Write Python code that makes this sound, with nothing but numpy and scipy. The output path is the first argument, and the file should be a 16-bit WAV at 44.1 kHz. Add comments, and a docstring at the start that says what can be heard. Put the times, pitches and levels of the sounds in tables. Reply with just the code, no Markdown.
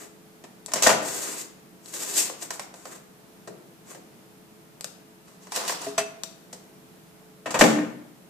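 """A low appliance hum runs in a small, hard-walled kitchen. At 0.4 s a hand bumps a microwave's handle;
the door unlatches and jumps free, ringing the steel case. From 1 s a paper popcorn bag is slid about and
handled: a stream of tiny buckles, with snapping creases, then a few taps and ticks. At 5.3 s the bag is
pushed inside, and near 6 s the glass turntable knocks on its support and rings. At 7.6 s the door slams
with a puff of air and thuds back."""
import sys
import numpy as np
from scipy import signal
from scipy.fft import rfft, irfft
from scipy.io import wavfile

SR = 44100
rng = np.random.default_rng(int(sys.argv[2]) if len(sys.argv) > 2 else 0)


def wav_out(sig):
    """Save sig, one row per channel (or a flat mono array), as 16-bit PCM at SR to the path in sys.argv[1]."""
    wavfile.write(sys.argv[1], SR, np.round(np.clip(np.atleast_2d(sig).T, -1, 1) * 32767).astype(np.int16))


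N = 365588
TIME = np.arange(N) / SR


# door jumps free, rebounds, meets the hooks, slams: t/s, level/dB, brightness/dB, shiver t60/s
DOOR_BLOWS = [(0.681, -46.5, 6, .14), (0.863, -18.5, -0.5, 0.068), (0.869, -19.5, 9, 0.042),
              (0.891, -18.5, 4, 0.17), (7.458, -32, -3.5, 0.16), (7.542, -24, -0.5, 0.15),
              (7.610, -13.5, 0.5, 0.05), (7.616, -17, -11.5, 0.051), (7.785, -36.5, -16.5, 0.047)]
# a hand bumps the handle, latch hooks click and scrape, the door thuds back after the slam:
# t/s, level/dB, brightness/dB, shiver t60/s
LIGHT_DOOR_BLOWS = [(0.439, -49.5, -2, 0.077), (0.718, -44, 3, .049), (0.736, -31.5, 7.5, 0.033),
                    (0.757, -33, 3, 0.24), (0.823, -32, 11, 0.05), (0.832, -27.5, 9.5, 0.24),
                    (0.879, -35, 3, 0.019), (7.506, -38, 3, 0.11), (7.590, -27, 5, 0.44),
                    (7.638, -22, -7.5, 0.089)]
# steel case and door: f/Hz, level/dB, t60/s
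STEEL_MODES = [(136.6, -11.5, 0.5), (240, 5.5, 0.078), (300.5, 2.5, 0.26), (349, -33, 0.29),
               (582.6, 0, 0.093), (647, 7, 0.063), (805, -16, 0.34), (1484, 3, 0.044), (1620, -3, 0.17),
               (1835, 5, 0.15), (2330, -16, 0.088)]
# f/Hz, level/dB
STEEL_EQ = [(110, -12), (260, -4.5), (620, -8), (1000, -9.5), (1800, -14.5), (3200, -12.5), (5200, -9),
            (7200, -3), (9500, -14), (14000, -21)]

def door():
    """Blows from hand, latch hooks and door ring the steel case."""
    panel = blows(DOOR_BLOWS, STEEL_EQ, contact_s=0.0007, bass_hold=2.2, mid_db=9.5, pan_db=2.5,
                  modes=STEEL_MODES, modes_db=-22)
    light = blows(LIGHT_DOOR_BLOWS, STEEL_EQ, contact_s=0.00017, bass_hold=0.54, mid_db=1.5, pan_db=0.6,
                  modes=STEEL_MODES, modes_db=-28)
    return panel + light


def blows(table, eq, contact_s, bass_hold, mid_db, pan_db, modes=(), modes_db=0):
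    """Impacts: a dense shiver plus any lasting modes. Harder contact trades bass for treble."""
    track, t = np.zeros((2, N)), np.arange(SR // 2) / SR
    bass_edge_hz, treble_edge_hz = 500, 2500
    attack = int(.025 * SR)
    ringing = [undb(db + modes_db) * fade(t, t60_s) * np.sin(2 * np.pi * hz * t)
               for hz, db, t60_s in modes]
    contact = 1 - np.exp(-t / contact_s)
    for start_s, level_db, bright_db, t60_s in table:
        shiver = unit(irfft(diffuse(len(t), apart_hz=8700), len(t)))
        ring = sum(rng.choice([-1, 1]) * mode for mode in ringing)  # contact point sets the sign
        # long bending waves decay at their own rate
        lower = colour(contact * (shiver * fade(t, t60_s * bass_hold) + ring), eq)
        upper = colour(contact * (shiver * fade(t, t60_s) + ring), eq)
        bass = band(lower, [125, bass_edge_hz], "bandpass", order=4)
        mid = band(upper, [bass_edge_hz, treble_edge_hz], "bandpass")
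        treble = band(upper, treble_edge_hz, "highpass")
        parts = ((bass, -mid_db - bright_db), (mid, 0), (treble, -mid_db + bright_db))
        sound = sum(part * undb(level_db + db) / np.std(part[:, :attack]) for part, db in parts)
        add(track, start_s, pan(sound, pan_db))
    return track


# t/s, peak level/dB
AIR_PUFFS = [(.87, -45), (7.613, -34)]

def puffs(width_s=0.0073):
    """The door shoves air: one push and pull of pressure."""
    return sum(undb(db) * (s - TIME) / width_s * np.exp(.5 - .5 * ((TIME - s) / width_s) ** 2)
               for s, db in AIR_PUFFS)


# full speed at t/s, hold/s, paper hiss/dB, hollow body/dB
HANDLING_STROKES = [(0.0, 0.048, -48.5, -49.5), (1.05, 0.2, -35.5, -42.5), (1.26, 0.082, -35, -40),
                    (1.37, 0.045, -38, -47.5), (1.875, 0.036, -43.5, -52.5), (1.942, 0.32, -37, -45),
                    (2.183, 0.0016, -16.5, -33), (2.423, 0.0047, -38.5, -44), (2.53, 0.012, -40, -48),
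                    (2.622, 0.0023, -46, -67), (2.76, 0.13, -55.5, -59), (2.875, 0.092, -51, -51.5),
                    (3.903, 0.0027, -44, -46)]
# f/Hz, level/dB
PAPER_EQ = [(150, -17), (330, -1), (520, -5.5), (750, -9), (3200, -12.5), (6000, -8), (6900, -1.5),
            (8200, -3), (9700, -12), (14000, -15)]

def bag_handling():
    """The bag is brushed, dragged, lifted and turned in the open."""
    paper = rustle(HANDLING_STROKES, PAPER_EQ,
                   buckles_per_s=1400, scatter_db=2.5, rub_db=2.5, flutter_db=2.9)
    return pan(paper, db=1.9)


# full speed at t/s, hold/s, paper hiss/dB, hollow body/dB
LOADING_STROKES = [(5.28, 0.026, -54, -54), (5.42, 0.027, -52.5, -57), (5.547, .004, -29, -36),
                   (5.58, 0.076, -42.5, -40.5), (5.689, 0.0093, -30, -40.5), (5.82, 0.043, -38.5, -42.5)]
# f/Hz, level/dB
OVEN_EQ = [(150, -27), (300, -7), (1000, -5.5), (2200, -14), (5000, -10.5), (8000, -9), (12000, -20.5)]

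def bag_loading():
    """The bag is brought up and pushed into the oven."""
    paper = rustle(LOADING_STROKES, OVEN_EQ,
                   buckles_per_s=1000, scatter_db=5.0, rub_db=-2.5, flutter_db=3.5)
    return pan(paper, db=0.79)


def rustle(strokes, eq, buckles_per_s, scatter_db, rub_db, flutter_db):
    """Fibres catch and buckle in uneven clicks over a smooth rub; the hollow bag gives the lows."""
    track = np.zeros((2, N))
    swell_db_per_s, release_db_per_s = 468, 340
    for start_s, hold_s, hiss_db, body_db in strokes:
        on = (TIME > start_s - .15) & (TIME < start_s + .65)
        t = TIME[on]
        swell_db = -swell_db_per_s * np.maximum(start_s - t, 0)
        release_db = -release_db_per_s * np.maximum(t - start_s - hold_s, 0)
        clicks = (rng.random(len(t)) < buckles_per_s / SR) * rng.choice([-1, 1], len(t))
        sizes = undb(scatter_db * np.minimum(rng.exponential(size=len(t)), 5))
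        friction = unit(clicks * sizes) + undb(rub_db) * rng.standard_normal((2, len(t)))
        paper = colour(friction * undb(flutter_db * walk(70)[on]), eq)
        hiss = unit(band(paper, 2100, "highpass")) * undb(hiss_db)
        body = unit(band(paper, [190, 2100], "bandpass")) * undb(body_db)
        add(track, t[0], (hiss + body) * undb(swell_db + release_db))
    return track


# t/s, level/dB, brightness/dB, shiver t60/s
TURNTABLE_KNOCKS = [(5.865, -39, -14, 0.036), (5.978, -23, 6.5, 0.13), (6.007, -34.5, -4.5, 0.062)]
# f/Hz, level/dB, t60/s
TURNTABLE_MODES = [(278, -4, 0.25), (417, -1, 0.31), (661.4, 9.5, 0.21), (2640, -7.5, 0.3),
                   (6020, 13.5, 0.063), (7840, 11, 0.065)]
# f/Hz, level/dB
GLASS_EQ = [(700, -2.5), (1500, -4.5), (8000, -1.5), (14000, -17.5)]

def turntable():
    """The glass plate knocks on its support, rebounds and rings."""
    return blows(TURNTABLE_KNOCKS, GLASS_EQ, contact_s=0.0016, bass_hold=0.64, mid_db=9.0, pan_db=1.0,
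                 modes=TURNTABLE_MODES, modes_db=-16.5)


# t/s, level/dB, brightness/dB
BAG_SNAPS = [(2.298, -40, 5), (2.505, -39, 14.5), (2.595, -39.5, 10.5), (2.74, -51, 10), (2.854, -45, 8),
             (5.47, -53.5, 6), (5.52, -41, 13), (5.568, -38.5, -5), (5.615, -44.5, -3), (5.695, -34, 1),
             (5.722, -40.5, 9.5)]
# snaps, taps and ticks: f/Hz, level/dB
SMALL_BLOW_EQ = [(150, -20.5), (500, 0), (1300, -6.5), (2700, -14), (5500, -8.5), (8200, -6),
                 (10500, -19.5)]

def snaps(t60_s=0.034):
    """Creases snap and the bag hits the oven floor."""
    hits = [(*row, t60_s) for row in BAG_SNAPS]
    return blows(hits, SMALL_BLOW_EQ, contact_s=0.00017, bass_hold=5.7, mid_db=12, pan_db=1.0)


# t/s, level/dB, brightness/dB
DULL_TAPS = [(3.474, -48, -4.5), (3.947, -53, -2), (6.528, -50, 4)]

def taps(t60_s=0.06):
    """Dull taps on door and counter."""
    hits = [(*row, t60_s) for row in DULL_TAPS]
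    return blows(hits, SMALL_BLOW_EQ, contact_s=0.00034, bass_hold=2.6, mid_db=-1.7, pan_db=1.5)


# t/s, level/dB, brightness/dB
DRY_TICKS = [(0.661, -57.5, 17), (1.859, -64, 13.5), (4.809, -54, 14), (4.844, -46, 11), (6.235, -47.5, 13)]

def ticks(t60_s=0.0057):
    """Small dry ticks, to the left."""
    hits = [(*row, t60_s) for row in DRY_TICKS]
    return blows(hits, SMALL_BLOW_EQ, contact_s=0.00024, bass_hold=7.8, mid_db=1.4, pan_db=7.0)


# f/Hz, t60/s
ROOM_DECAY = [(150, 0.94), (400, 0.63), (1200, 0.67), (3000, 0.59), (7000, 0.36), (14000, 0.35)]

def kitchen(early_db=6, early_t60_s=0.036, gap_s=0.001):
    """Room response: quick returns from counter and wall, then a tail that dulls as it dies."""
    t = np.arange(SR) / SR
    noise = diffuse(SR, apart_hz=1300)
    octave = np.log2(np.clip(np.fft.rfftfreq(SR, 1 / SR), 125, 16000))
    early = undb(early_db) * fade(t, early_t60_s)
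    response = 0
    for hz in 125 * 2 ** np.arange(8):
        share = np.maximum(1 - abs(octave - np.log2(hz)), 0)
        response += irfft(noise * share, SR) * (early + fade(t, along(ROOM_DECAY, hz)))
    return unit(response * (t > gap_s)) / np.sqrt(SR)


# f/Hz, rms level/dB
HUM_TONES = [(156, -70.5), (185, -64), (333, -65), (431, -62.5), (667, -71)]
# f/Hz, level/dB
ROOM_NOISE_EQ = [(25, -26.5), (95, -18), (135, -7.5), (190, -3), (400, -12.5), (750, -15), (1900, -22),
                 (4500, -27), (14000, -28)]

def background(noise_db=-52.46):
    """Wavering hum of a running appliance over low room noise and faint hiss."""
    gain = undb(along(ROOM_NOISE_EQ, np.fft.rfftfreq(N, 1 / SR)))
    air = unit(irfft(diffuse(N, apart_hz=1100) * gain, N))
    hum = sum(undb(db + 2 * walk(9)) * np.sqrt(2) * np.sin(2 * np.pi * hz * TIME + .8 * walk(14))
              for hz, db in HUM_TONES)
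    return hum + air * undb(noise_db + .5 * walk(3.6))


def undb(db):
    """Decibels to gain."""
    return 10 ** (np.asarray(db) / 20)


def unit(x):
    """Scale to rms 1."""
    return x / np.sqrt(np.mean(x ** 2) + 1e-18)


def fade(t, t60_s):
    """Exponential decay, 60 dB in t60_s."""
    return np.exp(-np.log(1000) * t / t60_s)


def along(points, hz):
    """Interpolate (f/Hz, value) points on a log-frequency axis."""
    f, value = np.transpose(points)
    return np.interp(np.log(np.maximum(hz, 1)), np.log(f), value)


def colour(x, eq, size=2048):
    """Minimum-phase EQ on stereo x, via the cepstrum."""
    gain = undb(along(eq, np.fft.rfftfreq(size, 1 / SR)))
    cepstrum = irfft(np.log(gain))
    cepstrum[1:size // 2] *= 2
    cepstrum[size // 2 + 1:] = 0
    impulse = irfft(np.exp(rfft(cepstrum)))
    return signal.oaconvolve(x, impulse[None], axes=1)[:, :x.shape[1]]


def band(x, hz, kind, order=3):
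    """Butterworth filter."""
    return signal.sosfilt(signal.butter(order, hz, kind, fs=SR, output="sos"), x)


def walk(rate_hz):
    """Smooth random drift, spread near 1."""
    knots = rng.standard_normal(4096)
    return np.interp(TIME * rate_hz, np.arange(len(knots)), knots)


def diffuse(size, apart_hz):
    """Stereo noise spectra: channels alike in the bass, unrelated above apart_hz."""
    mid, side = rfft(rng.standard_normal((2, size)))
    width = np.minimum(np.fft.rfftfreq(size, 1 / SR) / apart_hz, 1) ** 0.45
    return (mid + np.outer([1, -1], width * side)) / np.sqrt(1 + width ** 2)


def add(track, start_s, sound):
    """Mix in a stereo sound."""
    start = int(start_s * SR)
    track[:, start:start + sound.shape[1]] += sound[:, :N - start]


def pan(x, db):
    """Left over right by db."""
    return undb([[db / 2], [-db / 2]]) * x


def place(x, room, direct_db, room_db):
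    """Direct path plus reverberation."""
    return undb(direct_db) * x + undb(room_db) * signal.oaconvolve(x, room, axes=1)[:, :N]


def scene():
    """Door, turntable and bag in one kitchen."""
    room = kitchen()
    return (place(door(), room, direct_db=0.0, room_db=-2.0)
            + place(turntable(), room, direct_db=0.5, room_db=-7)
            + place(snaps() + taps(), room, direct_db=1.0, room_db=0.0)
            + place(ticks(), room, direct_db=0.5, room_db=-2.0)
            + place(bag_handling(), room, direct_db=1.0, room_db=-1.5)
            + place(bag_loading(), room, direct_db=-6.5, room_db=1.6)
            + puffs() + background())


def record(dry):
    """The slam overloads the microphone; low-pass at 14.7 kHz."""
    lowpass = signal.ellip(10, .2, 70, 14700, fs=SR, output="sos")
    return signal.sosfilt(lowpass, np.clip(dry, -1, 1))


dry = scene()
out = record(dry)
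wav_out(out)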